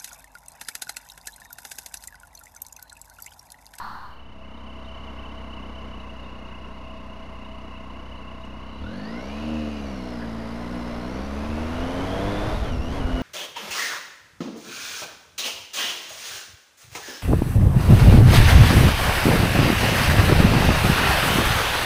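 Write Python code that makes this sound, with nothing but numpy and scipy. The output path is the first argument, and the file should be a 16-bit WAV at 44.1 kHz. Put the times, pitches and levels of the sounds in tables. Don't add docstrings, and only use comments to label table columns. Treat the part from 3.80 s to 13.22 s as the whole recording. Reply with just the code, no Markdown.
import sys
import numpy as np
from scipy import signal
from scipy.fft import rfft, irfft, next_fast_len
from scipy.io import wavfile
from scipy.ndimage import uniform_filter1d

SR = 44100
rng = np.random.default_rng(int(sys.argv[2]) if len(sys.argv) > 2 else 0)


def put_to_file(sound):
    columns = np.atleast_2d(sound).T
    safe = np.clip(columns, -1, 1)
    whole_steps = np.round(safe * 32767)
    wavfile.write(sys.argv[1], SR, whole_steps.astype(np.int16))


def volts_from_db(level):
    exponent = np.asarray(level, float) / 20
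    return 10 ** exponent


N = 415422
TIME = np.arange(N) / SR
IDLE_HZ = 31

# start_s, level_db
CAR_LEVEL = [(0.0, -31), (0.008, -32.5), (0.086, -33.5), (0.308, -42.5), (0.38, -49), (0.5, -66)]
# frequency_hz, density_db
TYRE_COLOUR = [(120, -52), (200, -9.5), (505, -29), (563, -16), (663, -23), (752, -9), (1010, 0.5),
               (1670, -10.5), (2000, -22), (2230, -32), (2880, -30), (3100, -29), (3800, -27), (4300, -18),
               (4900, -32), (7140, -43), (15300, -42)]
# start_s, firing_hz, drive_load (0-1), exhaust_db, main_gear_teeth_db
PULL_AWAY = [(0.0, 32.5, 0.33, -45.5, -47), (1.2, 32.08, 0.1, -45.5, -43), (2.2, 31.85, 0.11, -45, -40.5),
             (2.5, 31.04, 0.01, -46.5, -42), (4.96, 31.58, 0, -45.5, -41.5), (5.02, 37.5, .02, -41.5, -44),
             (5.06, 40.7, 0.02, -39.5, -43.5), (5.14, 47, 0.1, -38.5, -44), (5.37, 60.27, 0, -35, -31.5),
             (5.45, 65.97, 0.1, -37.5, -39), (5.61, 75.4, 0.23, -34, -47), (5.7, 77.3, 0.01, -30.5, -47),
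             (5.8, 75.8, 0.03, -29.5, -46), (5.97, 72.2, 0, -34.5, -48), (6.21, 62.7, 0.05, -36, -42),
             (6.49, 56.1, 0.25, -34, -46), (6.66, 56.13, 0.45, -35, -48), (6.92, 61.05, 0.31, -34.5, -38),
             (7.14, 58.15, 0.6, -36.5, -43), (7.5, 68.85, 0.44, -35.5, -49), (7.75, 76.42, 0.62, -32, -45),
             (8.0, 84.6, 0.78, -32, -45), (8.24, 92, 1, -34, -40.5), (8.48, 99.4, 1, -30, -36.5),
             (8.74, 106.1, 0.96, -33, -39)]
# start_s, firing_hz, drive_load (0-1), exhaust_db, main_gear_teeth_db
SHIFT_UP = [
    (8.82, 108.7, 0.39, -37.5, -39),
    (8.87, 94.5, 0.57, -40, -37.5),
    (8.93, 83.56, 0.19, -31.5, -40),
    (9.0, 78.3, 0.15, -42, -37),
    (9.08, 84.84, 0.21, -34, -39),
    (9.14, 94.74, 0.83, -35, -35),
    (9.19, 95.55, 0.57, -35, -40),
    (9.215, 84.84, 0.43, -32.5, -37),
    (9.37, 85.75, 0.65, -30.5, -35),
]
CYLINDER_DB = [-3, -1, -1.5]
# frequency_hz, gain_db
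EXHAUST_RESPONSE = [(60, -35), (110, -7), (150, -13.5), (190, 2), (228, 6), (265, -2), (305, -2),
                    (350, -15.5), (420, -23), (540, -9), (660, -47.5), (800, -36), (1500, -56)]
# frequency_hz, gain_db
INTAKE_RESPONSE = [(60, -2.5), (100, 10), (190, 4), (220, 11), (252, -6.5), (290, 3.5), (400, -25),
                   (1000, -55)]
# frequency_hz, gain_db
BARK_RESPONSE = [(115, -25), (150, 10), (185, -20), (250, -39), (330, 0), (370, -9), (410, 1.5), (475, 2),
                 (560, -9), (660, 4.5), (780, -11.5), (1200, -44)]
# start_s, bark_db
THROTTLE_BARK = [(5.0, -24), (5.4, -6.5), (5.7, -14.5), (6.5, -11), (7.0, -17), (7.3, -4.5), (7.6, -15),
                 (8.0, -10), (8.22, -8), (8.38, -2.5), (8.74, -6.5), (8.85, -9), (9.4, -12.5)]
# frequency_hz, gain_db
AIRBOX_RESPONSE = [(15, -44), (30, 4), (50, 3.5), (68, 12), (100, 2), (130, -14), (250, -61.5)]
# firing_hz, gain_db
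AIRBOX_TUNING = [(33, 2.5), (38, 11.5), (47, 2), (57, -3.5), (68, 3), (85, 0.5), (110, -4)]
# frequency_hz, width_hz, gain_db
CASING_MODES = [(1013, 132, 10), (1530, 630, -5.5), (2083, 80, 2.5), (495, 460, -7.5), (3950, 80, -24.5)]
# frequency_hz, density_db
RATTLE_COLOUR = [(150, -9.5), (250, -6.5), (334, -10), (400, -9), (656, -8.5), (772, -12.5), (1450, -17),
                 (1640, -20.5), (2080, -23), (5000, -39), (6500, -43), (11000, -120)]
# frequency_hz, density_db
GAS_COLOUR = [(1760, -13.5), (3000, -12.5), (3410, -14), (3860, -14), (5070, -18), (6140, -21),
              (8400, -33.5), (9820, -28.5), (11400, -31.5), (12800, -37), (15300, -61)]
# start_s, over_hiss_db
GAS_SPIT = [
    (4.64, -40),
    (4.652, 1),
    (4.666, -5),
    (4.68, -38),
]
# teeth_per_firing, level_db, train (0 main, 1 upper, 2 idler), idle_change_db
GEAR_TEETH = [
    (17, -6, 0, 0),
    (24, -14, 0, 0),
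    (34, 0, 0, 0),
    (68, 1.5, 1, -7.5),
    (83.5, 1.5, 2, 0),
    (88.5, 2, 1, -2),
]
# start_s, upper_train_db, idler_db
TOOTH_SLACK = [(0.3, 3, -14), (1.1, -0.5, -14), (4.96, -0.5, -14), (5.0, -4, -14), (5.05, -2, -8),
               (5.09, 0, -4), (5.2, -3, -3), (5.37, -1, -2), (5.5, -2, -3), (5.7, -4, -8), (5.9, -1, -6),
               (6.1, -1, -3), (6.35, -2, -3), (6.55, -3, -6), (6.62, -4, -3), (6.7, -4, 0), (6.8, -2, -8),
               (7.1, 0, -5), (7.4, -1, -3), (7.55, -1, -4), (7.8, 0, -12), (8.1, 0, -12), (8.8, 3, -12),
               (9.1, 3, -12), (9.22, -8, -12)]
# frequency_hz, gain_db
CASE_RADIATION = [(600, -12), (1050, -5), (1250, -11), (1450, 4), (1750, -4), (2100, -10), (2450, -2),
                  (2680, 1), (3000, 1), (3200, -6), (3600, -5), (4200, -1), (4570, 1), (4900, -4),
                  (5700, -4), (6500, -8), (7500, -26)]
# start_s, level_db
COVER_BUZZ = [(4.7, -76), (4.95, -67), (5.1, -68), (5.2, -70), (5.45, -65), (5.7, -61.5), (5.9, -63),
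              (6.1, -67), (6.5, -75), (7.5, -74), (8.0, -85)]
# frequency_hz, width_hz, gain_db
COVER_MODES = [(2730, 70, -4), (2920, 45, 0), (3960, 70, -12), (4550, 90, -15)]
# start_s, peak_db, ring_hz
RELAY_TICKS = [(0.7731, -49, 3730), (1.046, -46, 3670), (1.2594, -57.5, 3670), (1.7394, -51, 3940),
               (2.1984, -48, 3975), (2.4399, -48, 3720), (2.6838, -51, 3950), (2.9253, -57, 3935),
               (3.1647, -56, 3710), (3.6461, -49, 3783), (3.8994, -82, 3630), (4.13, -56, 3740),
               (4.3725, -52, 4000), (4.617, -49, 3876)]
# start_s, peak_db, ring_hz
TAPPET_TICKS = [(1.3479, -61, 7130), (1.5909, -62, 10100), (1.8747, -62.5, 9940), (2.0304, -58, 7180),
                (2.2104, -63, 10400), (2.4025, -60.5, 7160), (2.5028, -62, 7350), (3.0106, -63, 7040),
                (3.1084, -62, 10500), (3.268, -64, 7790), (3.7474, -63, 7000), (3.7839, -59, 9810),
                (3.8497, -62.5, 9070), (4.599, -62, 6994), (4.6504, -60, 8080), (4.9462, -61, 7960),
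                (5.1692, -55, 10410), (5.6831, -49, 9940), (6.3321, -52, 10420), (6.3855, -52, 7360),
                (6.9532, -47, 10440), (7.0035, -50, 7090)]
# start_s, peak_db, ring_hz
DRIVE_KNOCKS = [
    (6.396, -38, 1486),
    (6.416, -38, 1800),
    (6.424, -36, 1610),
    (6.44, -40, 1520),
    (6.8, -41, 1750),
]
# start_s, level_db
WIND_LEVEL = [
    (5.2, -50),
    (6.0, -59),
    (7.0, -48),
    (7.8, -37.5),
    (8.65, -29),
    (9.05, -28),
    (9.38, -29),
]
# frequency_hz, density_db
BUFFET_COLOUR = [(15, -4), (30, -16), (60, -17.5), (120, -20.5), (250, -29), (600, -42.5), (2000, -63)]
# centre_s, peak_db, swing_hz, length_swings
WIND_EDDIES = [(7.7, -24, 75, 1.04), (8.01, -26, 35, .8), (8.23, -37, 40.06, 0.68),
               (8.345, -25, 59.9, 0.77), (8.455, -23, 54.9, .8), (8.615, -23, 42, 0.83),
               (8.68, -21.5, 104.7, 1.4), (8.74, -19, 45.1, 0.63), (8.775, -22, 86, 1.09),
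               (8.825, -18.5, 54.93, .8), (8.895, -26, 40, .5), (8.935, -20, 81.9, 1.9),
               (9.001, -23, 65, 1.2), (9.12, -26, 70, .7), (9.19, -22, 50.06, 0.64), (9.255, -14, 50, 0.49),
               (9.3, -26, 95, 0.78), (9.345, -16, 44.9, 0.72), (9.385, -28, 90, 0.75)]


def level(x, db):
    return x * volts_from_db(db) / np.sqrt(np.mean(x ** 2))


def curve(rows):
    s, *columns = np.transpose(rows)
    return [np.interp(TIME, s, c) for c in columns]


def colour(x, spectrum):
    size = next_fast_len(N)
    hz, db = np.transpose(spectrum)
    log_hz = np.log(np.arange(size // 2 + 1) * SR / size + 1)
    gain = volts_from_db(np.interp(log_hz, np.log(hz), db, left=-90, right=-90))
    return irfft(rfft(x, size) * gain, size)[:N]


def noise(spectrum):
    return level(colour(rng.standard_normal(N), spectrum), 0)


def thump(x, spectrum):
    size, short = next_fast_len(N), 2 ** 14
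    hz, db = np.transpose(spectrum)
    log_hz = np.log(np.arange(short // 2 + 1) * SR / short + 1)
    gain = volts_from_db(np.interp(log_hz, np.log(hz), db, left=-60, right=-70))
    cepstrum = irfft(np.log(gain))
    cepstrum[1:short // 2] *= 2
    response = irfft(np.exp(rfft(cepstrum[:short // 2], short)))
    return irfft(rfft(x, size) * rfft(response, size), size)[:N]


def ring(x, modes):
    out = 0
    for k, (hz, width, db) in enumerate(modes):
        out = out + (-1) ** k * volts_from_db(db) * signal.lfilter(*signal.iirpeak(hz, hz / width, SR), x)
    return out


def walk(rate):
    hold = int(SR / rate)
    steps = np.repeat(rng.standard_normal(N // 100), hold)[:N]
    return 1.3 * uniform_filter1d(uniform_filter1d(steps, hold), hold)


def pulses(phase, size):
    turns = np.arange(np.ceil(phase[0]), phase[-1])
    at = np.interp(turns, phase, np.arange(N))
    out, i = np.zeros(N + 1), at.astype(int)
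    height = size[turns.astype(int)]
    out[i] += height * (1 - at + i)
    out[i + 1] += height * (at - i)
    return out[:N]


def steady(x):
    power = uniform_filter1d(uniform_filter1d(x ** 2, SR // 8), SR // 8)
    return x / np.sqrt(np.abs(power) + 1e-12)


def car():
    level_db, = curve(CAR_LEVEL + [(.6, -86)])
    return noise(TYRE_COLOUR) * volts_from_db(level_db - 2.0 + 0.37 * walk(32.0))


def controls():
    hz, load, pressure_db, main_db = curve(PULL_AWAY + SHIFT_UP)
    octaves = np.log2(hz / IDLE_HZ)
    surge = uniform_filter1d(np.gradient(hz) * SR / 100, SR // 20)
    surge = np.clip(surge, -0.95, 0.95)

    def law(idle_db, octave_db, load_db, surge_db):
        return idle_db + octave_db * octaves + load_db * load + surge_db * surge

    def after(s):
        return uniform_filter1d(1. * (TIME > s), SR // 20)

    clutch_in = after(8.9)
    hunt = walk(7)
    tuning_db = np.interp(hz, *np.transpose(AIRBOX_TUNING))
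    boom_db = pressure_db + law(4, -7, 11.5, -3.5) + 0.59 * hunt + tuning_db
    upper_slack_db, idler_slack_db = curve(TOOTH_SLACK)
    train_law_db = law(-48.5, -4.5, 0, -0.5)
    upper_db = train_law_db + upper_slack_db + 7 * clutch_in + 2 * (1 - after(2.5))
    train_db = main_db, upper_db, train_law_db + idler_slack_db
    hz = hz * (1 + .012 * hunt * np.clip(1 - 3 * octaves, 0, 1))
    exhaust_db = pressure_db + 1.0856 * walk(9)
    clatter_db, gas_db = law(-44, 4.5, 7, -0.5), law(-63.5, 7.5, 4, 0)
    return hz, load, clutch_in, exhaust_db, boom_db, clatter_db, gas_db, train_db


def pipes(phase, idle, cylinder_db):
    fire_chance, gulp_chance = rng.standard_normal((2000, 2)).T
    fire = pulses(phase, volts_from_db(cylinder_db + 0.5 * fire_chance))
    gulp = idle * pulses(phase - .56, volts_from_db(1.06 * gulp_chance))
    echo = .5 * (1 - idle) * pulses(phase - .25, volts_from_db(cylinder_db))
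    bark = (1 - idle) * volts_from_db(curve(THROTTLE_BARK)[0]) * thump(fire, BARK_RESPONSE)
    tail = thump(fire + echo + 0.033 * gulp, EXHAUST_RESPONSE)
    exhaust = steady(tail + thump(0.21 * gulp, INTAKE_RESPONSE) + bark)
    boom = steady(thump(fire + 3.3 * gulp, AIRBOX_RESPONSE))
    return exhaust, boom


def clatter(hz, load, idle, puff, cycle):
    casing = level(ring(rng.standard_normal(N) * (.5 + puff + 0.16 * cycle), CASING_MODES), -5.0)
    tank = level(ring(rng.standard_normal(N) * (0.43 + cycle), [(653.5, 9.9, 0)]), -7.5)
    rattle = noise(RATTLE_COLOUR)
    low_rattle = colour(rattle, [(20, 3), (560, -8.5), (800, -17)])
    rattle = rattle - np.clip(0.37 * load, 0, 1) * low_rattle
    casing = casing * (0.42 + idle)
    tank = tank * (0.24 + idle + 0.26 * (hz / 100) ** 4)
    rattle = rattle * (1 - 0.45 * idle) * (1.36 + 0.079 * puff) * volts_from_db(1.8 * walk(12))
    return steady(casing + tank + rattle)


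def gas(puff, cycle):
    moving = np.clip((TIME - 5.5) / 0.86, 0, 1)
    bright = noise([(7000, 2), (10000, 4), (13500, -2.0), (15300, -4)])
    jet = noise(GAS_COLOUR) + volts_from_db(-14.5) * moving * bright
    pulsed = jet * (0.098 + .5 * puff + 0.24 * cycle) * volts_from_db(0.15 * walk(15))
    return steady(pulsed) * (1 + volts_from_db(curve(GAS_SPIT)[0]))


def gears(hz, phase, load, clutch_in, train_db):
    slow = np.minimum(31 / hz, 1)
    swing = .056 * slow ** 1.1 * (1 + .16 * walk(22)) * np.sin(2 * np.pi * phase + 1.2)
    drift = .009 * slow ** 2 * walk(14)
    judder = .036 * (1.12 - slow) * (1 - .4 * clutch_in) * walk(260)
    crank_hz = hz * (1 + swing + drift + judder)
    crank = np.cumsum(crank_hz) / SR
    press_db = 3.8 * (1 + .15 * walk(12)) * (np.cos(2 * np.pi * phase + .05) - 1)
    case_hz, case_db = np.transpose(CASE_RADIATION)
    trains = np.zeros((3, N))
    for teeth, db, train, idle_db in GEAR_TEETH:
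        train = int(train)
        radiated_db = np.interp(np.log(teeth * crank_hz), np.log(case_hz), case_db, right=-40)
        flicker_db = 1.1 * slow * walk(22) + (3.3 - .6 * slow - .6 * load) * walk(90) - 4 * clutch_in
        mesh_db = db + idle_db * slow ** 3 + train_db[train] + radiated_db + press_db + flicker_db
        trains[train] += volts_from_db(mesh_db) * np.sin(2 * np.pi * teeth * crank)
    buzz = volts_from_db(curve(COVER_BUZZ)[0] + 37) * rng.standard_normal(N)
    cover = ring(.12 * trains[0] + .1 * trains[1] + buzz, COVER_MODES)
    return trains.sum(axis=0) + cover


def engine(hz, load, clutch_in, exhaust_db, boom_db, clatter_db, gas_db, train_db):
    jitter = 0.0051 * np.sqrt(31 / hz) * walk(25)
    phase = 1 + np.cumsum(hz * (1 + jitter)) / SR
    idle = np.clip((31 / hz) ** 2, 0, 1)
    cylinder_db = np.resize(CYLINDER_DB, 2000)
    exhaust, boom = pipes(phase, idle, cylinder_db)
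    puff = np.exp(0.42 * (np.cos(2 * np.pi * phase - .8) - 1)) * volts_from_db(cylinder_db)[phase.astype(int)]
    cycle = np.exp(0.18 * (np.cos(2 * np.pi * phase / 3) - 1))
    boom = np.roll(boom, -int(0.0065 * SR))
    mix = -exhaust * volts_from_db(exhaust_db + 1.0) - boom * volts_from_db(boom_db - 2.5)
    mix += clatter(hz, load, idle, puff, cycle) * volts_from_db(clatter_db - 0.5)
    mix += gas(puff, cycle) * volts_from_db(gas_db + 2.0)
    mix += gears(hz, phase, load, clutch_in, train_db)
    return signal.lfilter(*signal.butter(6, 14100, fs=SR), mix)


def clicks(events, tick_share, ring_s):
    out, t = np.zeros(N), np.arange(2000) / SR
    for (s, db, hz), tick in zip(events, rng.standard_normal((len(events), 2000))):
        i = int(s * SR)
        shake = np.cumsum(uniform_filter1d(tick, size=60)) * 0.12
        swell = np.exp(-t / ring_s) * (1 - np.exp(-t / 0.00069))
        tone = np.sin(2 * np.pi * hz * t + shake) * swell
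        dull = uniform_filter1d(tick, size=5) * np.exp(-t / 0.0028)
        out[i:i + 2000] += volts_from_db(db) * (tick_share * dull + tone)
    return out


def relay():
    return volts_from_db(-3) * clicks(RELAY_TICKS, 0.31, 0.013)


def tappets():
    return clicks(TAPPET_TICKS, 0.05, 0.0026)


def wind():
    level_db, = curve(WIND_LEVEL)
    gust_depth_db = 1.5 * np.clip((8.5 - TIME) / 2.5, .3, 1) * (TIME > WIND_LEVEL[0][0])
    gust_db = gust_depth_db * walk(12.0)
    rush = noise(BUFFET_COLOUR) * volts_from_db(level_db + gust_db + walk(12))
    start_phases = rng.uniform(0, 2 * np.pi, len(WIND_EDDIES))
    for (s, db, hz, swings), start in zip(WIND_EDDIES, start_phases):
        near = slice(int((s - .1) * SR), int((s + .1) * SR))
        cycles = (TIME[near] - s) * hz
        rush[near] += volts_from_db(db) * np.exp(-(cycles / swings) ** 2) * np.sin(2 * np.pi * cycles + start)
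    return rush


def knocks():
    return clicks(DRIVE_KNOCKS, 0.23, 0.015)


def scene():
    fade_in = np.clip(TIME / 1.26, 0, 1) ** 0.95
    mix = car() + fade_in * engine(*controls())
    mix += relay() + tappets() + wind() + knocks()
    return mix[None]


def band_limit(x):
    return signal.sosfilt(signal.butter(12, 15870, fs=SR, output="sos"), x)


def record(dry):
    rounded = .24 * np.tanh(dry / .24)
    return band_limit(rounded - .0088)


dry = scene()
out = record(dry)
put_to_file(out)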